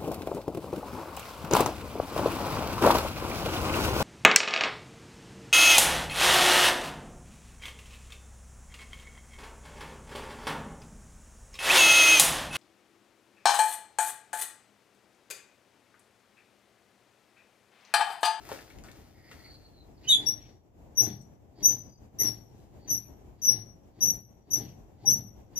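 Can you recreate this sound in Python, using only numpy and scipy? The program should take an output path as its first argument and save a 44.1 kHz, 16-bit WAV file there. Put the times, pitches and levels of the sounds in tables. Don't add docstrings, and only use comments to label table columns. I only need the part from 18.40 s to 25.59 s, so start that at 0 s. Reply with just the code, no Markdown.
import sys
import numpy as np
from scipy import signal
from scipy.fft import rfft, irfft, next_fast_len
from scipy.io import wavfile
from scipy.ndimage import uniform_filter1d

SR = 44100
rng = np.random.default_rng(int(sys.argv[2]) if len(sys.argv) > 2 else 0)


def to_wav(s):
    ch = np.atleast_2d(s).T
    pcm = np.round(np.clip(ch, -1, 1) * 32767)
    wavfile.write(sys.argv[1], SR, pcm.astype(np.int16))


N = 317079
TIME = np.arange(N) / SR


def squeals(waver_hz=45, chatter_hz=160, flutter_db=4, rasp_db=-18, fall_db=7.0, overtone_pan=0.19):
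    # t/s, length/s, build-up/s, f/Hz, glide/Hz, level/dB, roughness/0-1, overtone/dB
    bites = [ (1.671, 0.023, 0.01, 3020, 0, -28, 0.23, -19),
             (1.679, 0.016, 0.015, 6030, 200, -23, 0.22, -23.5),
             (1.687, .035, 0.011, 3733, 50, -12.5, 0.14, -16.5),
             (1.714, .05, 0.011, 3508, -77, -13.5, .2, -16),
             (1.86, 0.042, 0.011, 5653, 159.5, -20, 0.14, -16.5),
             (2.551, .024, .012, 5930, 0, -46, .2, -18.5),
             (2.571, 0.037, 0.013, 5890, -90, -15.5, 0.19, -8.5),
             (2.6, 0.055, .012, 6090, -170, -27.5, 0.78, -7.5),
             (3.228, 0.027, 0.018, 5870, -39, -18.5, 0.37, -11.5),
             (3.251, 0.024, 0.0081, 6060, 5.5, -9, .05, -16.5),
             (3.274, .068, .01, 5890, 138.5, -28.5, .5, -9),
             (3.787, 0.051, .016, 5894, 70.5, -22.5, 0.44, -3.5),
             (3.838, 0.049, 0.026, 5920, -400, -24, 0.06, -13),
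             (4.476, 0.027, 0.019, 6080, -30, -30.5, 0.39, -19),
             (4.497, .076, 0.01, 5992, -170, -22, 0.26, -8.5),
             (5.018, 0.06, 0.032, 5923, -14.5, -21.5, 0.28, -13),
             (5.064, 0.035, .022, 5836, -28.5, -16.5, 0.15, -14),
             (5.092, 0.035, 0.012, 5556, -39.5, -26.5, 0.56, -8),
             (5.607, 0.063, .018, 5848, 149, -18, .22, -10),
             (5.665, 0.046, 0.02, 5826, 73.5, -19, 0.09, -8.5),
             (6.105, 0.073, .012, 5886, -79, -28, 0.5, -7),
             (6.129, 0.019, 0.0095, 5959, -37.5, -16.5, 0.37, -10.5),
             (6.657, 0.047, 0.025, 5838, -77.5, -17, 0.16, -13.5),
             (6.688, 0.059, 0.015, 5994, -130, -18.5, 0.19, -10),
             (7.157, 0.046, 0.022, 5806, 280, -26.5, 0.31, -10.5), ]
    # f/Hz, left minus right/dB
    radiation = [(3600, -8), (5900, 5.5)]
    # delay/s, level/dB, left minus right/dB, lag of left port/ms
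    reflections = [(.0031, -8.5, -1, .02), (.0083, -6, -0.5, .16), (0.0137, -9, 5, -.1),
                   (0.023, -16.5, -4, 0.069)]
    start_below_db, sag_db_per_s, release_s = 15.5, 127, 0.011

    slow, fast = wander(110), wander(410)
    flutter, rasp = np.tanh(wander(330)), wander(1100)
    out = np.zeros((2, N))
    for s, length_s, build_s, pitch_hz, glide_hz, level_db, rough, overtone_db in bites:
        grip = gate(s, length_s, open_s=0.0059, close_s=release_s)
        on = grip > 0
        age = TIME[on] - s

        hz = pitch_hz + glide_hz * age / length_s
        jitter_hz = rough * (waver_hz * slow[on] + chatter_hz * fast[on])
        phase = 2 * np.pi * np.cumsum(hz + jitter_hz) / SR

        db = level_db - start_below_db * np.maximum(1 - age / build_s, 0)
        db = db - sag_db_per_s * np.maximum(age - build_s, 0)
        strength = grip[on] * undb(db + flutter_db * rough * flutter[on])
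        strength = strength * (1 + undb(rasp_db) * rough * rasp[on])

        overtones = 0
        for k in (2, 3, 4):
            gain = undb(overtone_db - fall_db * (k - 2) ** 2)
            overtones = overtones + (k * hz < SR / 2) * gain * np.sin(k * phase)
        pan_db = np.interp(pitch_hz, *np.transpose(radiation))
        tone = sides(pan_db) * np.sin(phase) + sides(overtone_pan * pan_db) * overtones
        out[:, on] += strength * tone

    direct = place(out, pan_db=5.0, lag_ms=0.062)
    echoes = 0
    for delay_s, db, pan_db, lag_ms in reflections:
        echoes = echoes + undb(db) * place(delay(direct, delay_s), pan_db, lag_ms)
    return yard(direct + echoes, near_db=-5.5, far_db=-19, near_t60=0.17, far_t60=0.46)


def judder(knock_rate_hz=190, scrape_trim_db=-2, dull_hz=1050, catch_db=3.5):
    # f/Hz, width/Hz, relative level/dB
    post = [(116.25, 13, 5), (209.5, 40, -4.5), (298.5, 24, -3), (345, 12, -7), (392, 17, -6),
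            (500, 75, -20), (610, 49, -16), (726, 14, -16.5), (802, 18, -14.5), (931, 8.1, -15.5)]
    # f/Hz, relative level/dB
    scrape = [(500, -18.5), (1000, 0), (1300, -6), (2000, 1), (2700, -7), (3500, -3.5), (4000, -2),
              (4600, 1.5), (5200, -6), (7000, -8), (8500, -18.5), (16000, -21)]
    # full force at t/s, build-up/s, hold/s, deep sway/dB, frame rattle/dB,
    # scraping before trim/dB
    strokes = [ (1.655, 0.17, 0.062, -53, -58, -57.5), (1.811, 0.44, 0.074, -50.5, -48, -56),
               (2.04, .4, .05, -64, -68, -70), (2.612, 0.16, 0.061, -38.5, -41, -53.5),
               (3.21, .2, .02, -50, -50.5, -61), (3.306, .22, 0.011, -45, -46.5, -56.5),
               (3.808, .07, 0.057, -41, -42.5, -49), (4.505, .33, 0.025, -45, -47.5, -56.5),
               (5.094, 0.3, 0.067, -43, -49.5, -55.5), (5.621, 0.22, 0.069, -43.5, -47.5, -59),
               (6.169, 0.28, 0.04, -42, -44.5, -55.5), (6.678, 0.26, 0.056, -38.5, -46, -57.5),
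               (7.19, 0.2, .06, -45.5, -52.5, -57), ]
    scrape_t60_s, rattle_t60_s, sway_t60_s, sway_lag_s = 0.33, 0.35, 0.64, 0.016

    low_pass = signal.butter(6, dull_hz, fs=SR, output="sos")
    knocks = signal.sosfilt(low_pass, impacts(knock_rate_hz, spread_db=0.5))
    modes = [(-1) ** k * undb(db) * resonate(knocks, hz, width_hz)
             for k, (hz, width_hz, db) in enumerate(post)]
    sway, rattle = even(sum(modes[:2])), even(sum(modes[2:]))
    grit = unit(colour(impacts(1500, spread_db=1.5), scrape) * undb(catch_db * wander(60)))

    deep, frame, scrapes = 0, 0, 0
    for s, build_s, hold_s, sway_db, rattle_db, scrape_db in strokes:
        deep = deep + sway * swell(s + sway_lag_s, build_s, hold_s, sway_t60_s) * undb(sway_db)
        frame = frame + rattle * swell(s, build_s, hold_s, rattle_t60_s) * undb(rattle_db)
        scraping = swell(s, build_s, hold_s, scrape_t60_s) * undb(scrape_db + scrape_trim_db)
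        scrapes = scrapes + grit * scraping

    deep = place(deep, pan_db=3.0)
    frame = yard(place(frame, pan_db=5.0, lag_ms=0.18), near_db=-6.0, far_db=-19.5)
    scrapes = yard(place(scrapes, pan_db=1), near_db=-0.5, far_db=-14.5)
    return deep + frame + scrapes


def clanks(rise_s=0.0054):
    # t/s, level/dB, f/Hz, t60/s
    hums = [(5.6, -58.5, 786, 0.5), (6.643, -38, 804, .22)]
    out = 0
    for s, db, hz, t60 in hums:
        age = np.maximum(TIME - s, 0)
        envelope = undb(db - 60 * age / t60) * (1 - np.exp(-age / rise_s))
        out = out + envelope * np.sin(2 * np.pi * hz * age)
    return place(out, pan_db=8.0)


def rub(catch_db=3.0, swell_db=12):
    # t/s, length/s, start f/Hz, end f/Hz, width to each side/Hz, mid level/dB
    rubs = [ (.74, 0.32, 4860, 4650, 300, -66.5), (.74, .38, 2013, 2066, 190, -60),
            (.93, 0.37, 4550, 4250, 234, -59), (1.33, 0.12, 4270, 3970, 170, -63),
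            (1.53, .09, 5600, 3800, 400, -74.5), (1.632, .045, 2760, 2700, 300, -57),
            (1.98, 0.14, 2950, 2750, 700, -69), (2.65, 0.099, 3470, 3476, 110, -58),
            (3.15, .13, 4640, 4700, 330, -68), (3.4, .27, 4930, 4780, 100, -73),
            (3.793, 0.043, 2094, 2036, 130, -49.5), (4.41, 0.084, 4550, 4500, 160, -66),
            (4.609, 0.089, 2445, 2400, 130, -73), (6.14, .2, 3890, 2587, 520, -62.5), ]
    out = 0
    for s, length_s, start_hz, end_hz, width_hz, level_db in rubs:
        progress = np.clip((TIME - s) / length_s, 0, 1)
        phase = 2 * np.pi * np.cumsum(start_hz + (end_hz - start_hz) * progress) / SR
        band = wander(width_hz) * np.sin(phase) + wander(width_hz) * np.cos(phase)
        db = level_db - swell_db * np.abs(2 * progress - 1)
        out = out + band * gate(s, length_s, open_s=0.017, close_s=0.017) * undb(db)
    out = out * undb(catch_db * wander(25))
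    return yard(place(out, pan_db=-0.5), near_db=-9.5, far_db=-12.5)


def feet(gravel_trim_db=-3, click_s=0.0017):
    # f/Hz, relative level/dB
    gravel = [(180, -25.5), (300, -2), (409, -8.5), (637, -6.5), (1040, -15), (1520, -12), (3120, -18.5),
              (4770, -17.5), (9330, -24), (15000, -24.5)]
    # peak t/s, level before trim/dB, build-up/s, t60/s
    scuffs = [(0.0, -57.5, .1, 0.63), (0.122, -42, 0.33, 0.61), (.3, -65, 0.068, 0.66),
              (0.443, -53, 0.02, .5), (0.559, -60, 0.11, 1.5), (.914, -54.5, 0.034, 0.18),
              (.99, -57.5, 0.78, 1.8)]
    # t/s, thud/dB, click/dB, thud f/Hz, thud t60/s
    steps = [(0.052, -51.5, -45, 1850, 0.044), (0.09, -43, -39.5, 860, 0.14), (0.117, -30, -48, 490, 0.041),
             (0.189, -41.5, -58, 1760, 0.024), (0.302, -51, -52, 2080, 0.065),
             (0.386, -53.5, -51, 2500, 0.033), (0.438, -56, -47, 1430, 0.36),
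             (0.485, -46.5, -57.5, 1860, 0.035), (0.516, -58, -46.5, 2950, 0.016),
             (.892, -60, -66, 2500, 0.023), (0.914, -43.5, -50, 1930, 0.047), (.953, -64.5, -68, 2500, .02),
             (1.013, -66, -70, 2200, 0.016), (2.812, -61, -67, 7040, 0.053)]

    scuffing = sum(undb(db + gravel_trim_db) * swell(s, build_s, 0, t60) for s, db, build_s, t60 in scuffs)
    out = unit(colour(impacts(1300, spread_db=1), gravel)) * scuffing
    for s, thud_db, click_db, hz, t60 in steps:
        age = np.maximum(TIME - s, 0)
        noise = rng.standard_normal(N)
        ringing = resonate(resonate(noise, hz, 0.25 * hz), hz, 3.0 * hz)
        thud = even(ringing, over_s=0.0053) * undb(-60 * age / t60)
        click = unit(resonate(noise, 5400, 5200)) * np.exp(-age / click_s)
        out += (TIME > s) * (undb(thud_db) * thud + undb(click_db) * click)
    return yard(place(out, pan_db=4), near_db=-3.5, far_db=-18.5)


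def sleeves(hz=4200, width_hz=5000):
    peak_s, level_db, build_s, t60_s = 4.2, -73.5, 0.7, 0.6
    rustle = unit(resonate(impacts(3800, spread_db=8), hz, width_hz))
    brush = swell(peak_s, build_s, 0, t60_s) * undb(level_db)
    return yard(place(rustle * brush, pan_db=7), near_db=-1.5, far_db=-32.0)


def air(level_db=-56, swell_db=3.0, apart_hz=900):
    # f/Hz, relative level/dB
    rumble = [(20, -26.5), (45, 0.5), (85, 0.5), (170, -7.5), (300, -8), (500, -15), (780, -16.5),
              (1300, -33), (2700, -38.5), (4200, -45.5), (7500, -40.5), (8800, -54), (12500, -44),
              (15500, -47)]
    mid, side = rng.standard_normal((2, N))
    high_pass = signal.butter(1, apart_hz, "high", fs=SR, output="sos")
    side = signal.sosfilt(high_pass, side) + 0.45 * rng.standard_normal(N)
    both = colour(place(mid, pan_db=3.5, lag_ms=0) + np.array([side, -side]), rumble)
    return both / np.std(both.mean(axis=0)) * undb(level_db + swell_db * wander(6.8))


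def yard(x, near_db, far_db, near_t60=0.17, far_t60=0.37):
    t = TIME[:SR]

    def tail(t60):
        noise = rng.standard_normal((2, SR)) * (1 - np.exp(-t / 0.0027))
        return unit(noise * undb(-60 * t / t60)) / np.sqrt(SR)

    response = undb(near_db) * tail(near_t60) + undb(far_db) * tail(far_t60)
    return x + signal.fftconvolve(x, response, axes=1)[:, :N]


def place(x, pan_db, lag_ms=0.06):
    left, right = np.broadcast_to(x, (2, N))
    return np.array([delay(left, lag_ms / 1000), right]) * sides(pan_db)


def sides(pan_db):
    return unit(undb(np.array([[pan_db], [-pan_db]]) / 2))


def delay(x, s):
    size = next_fast_len(N + SR // 10)
    hz = np.arange(size // 2 + 1) * SR / size
    return irfft(rfft(x, size) * np.exp(-2j * np.pi * hz * s), size)[..., :N]


def impacts(rate_hz, spread_db):
    hit = rng.random(N) < rate_hz / SR
    force = undb(spread_db * np.clip(rng.standard_normal(N), -2, 2))
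    return hit * rng.choice([-1, 1], N) * force


def resonate(x, hz, width_hz):
    return signal.lfilter(*signal.iirpeak(hz, hz / width_hz, fs=SR), x)


def colour(x, points):
    hz, db = np.transpose(points)
    size = next_fast_len(N + SR // 10)
    f = np.maximum(np.arange(size // 2 + 1) * SR / size, 1)
    gain = undb(np.interp(np.log(f), np.log(hz), db))
    return irfft(rfft(x, size) * gain, size)[..., :N]


def wander(hz):
    low_pass = signal.butter(3, hz, fs=SR, output="sos")
    return unit(signal.sosfilt(low_pass, rng.standard_normal(N)))


def gate(s, length_s, open_s, close_s):
    inside = np.minimum((TIME - s) / open_s, (s + length_s - TIME) / close_s)
    return np.sin(np.pi / 2 * np.clip(0.5 + inside, 0, 1)) ** 2


def swell(s, build_s, hold_s, t60):
    below = np.maximum(s - TIME, 0) / build_s + np.maximum(TIME - s - hold_s, 0) / t60
    return np.exp(-np.log(1000) * np.clip(below, 0, 2))


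def even(x, over_s=0.049):
    local_power = uniform_filter1d(x ** 2, int(over_s * SR) + 1)
    return x / np.sqrt(local_power + np.mean(x ** 2) / 1000)


def unit(x):
    return x / np.sqrt(np.mean(x ** 2))


def undb(db):
    return 10 ** (np.asarray(db) / 20)


def scene():
    return squeals() + judder() + clanks() + rub() + feet() + sleeves() + air()


def record(dry, top_hz=15400):
    low_pass = signal.ellip(10, 0.2, 80, top_hz, fs=SR, output="sos")
    return signal.sosfilt(low_pass, dry)


dry = scene()
out = record(dry)
to_wav(out)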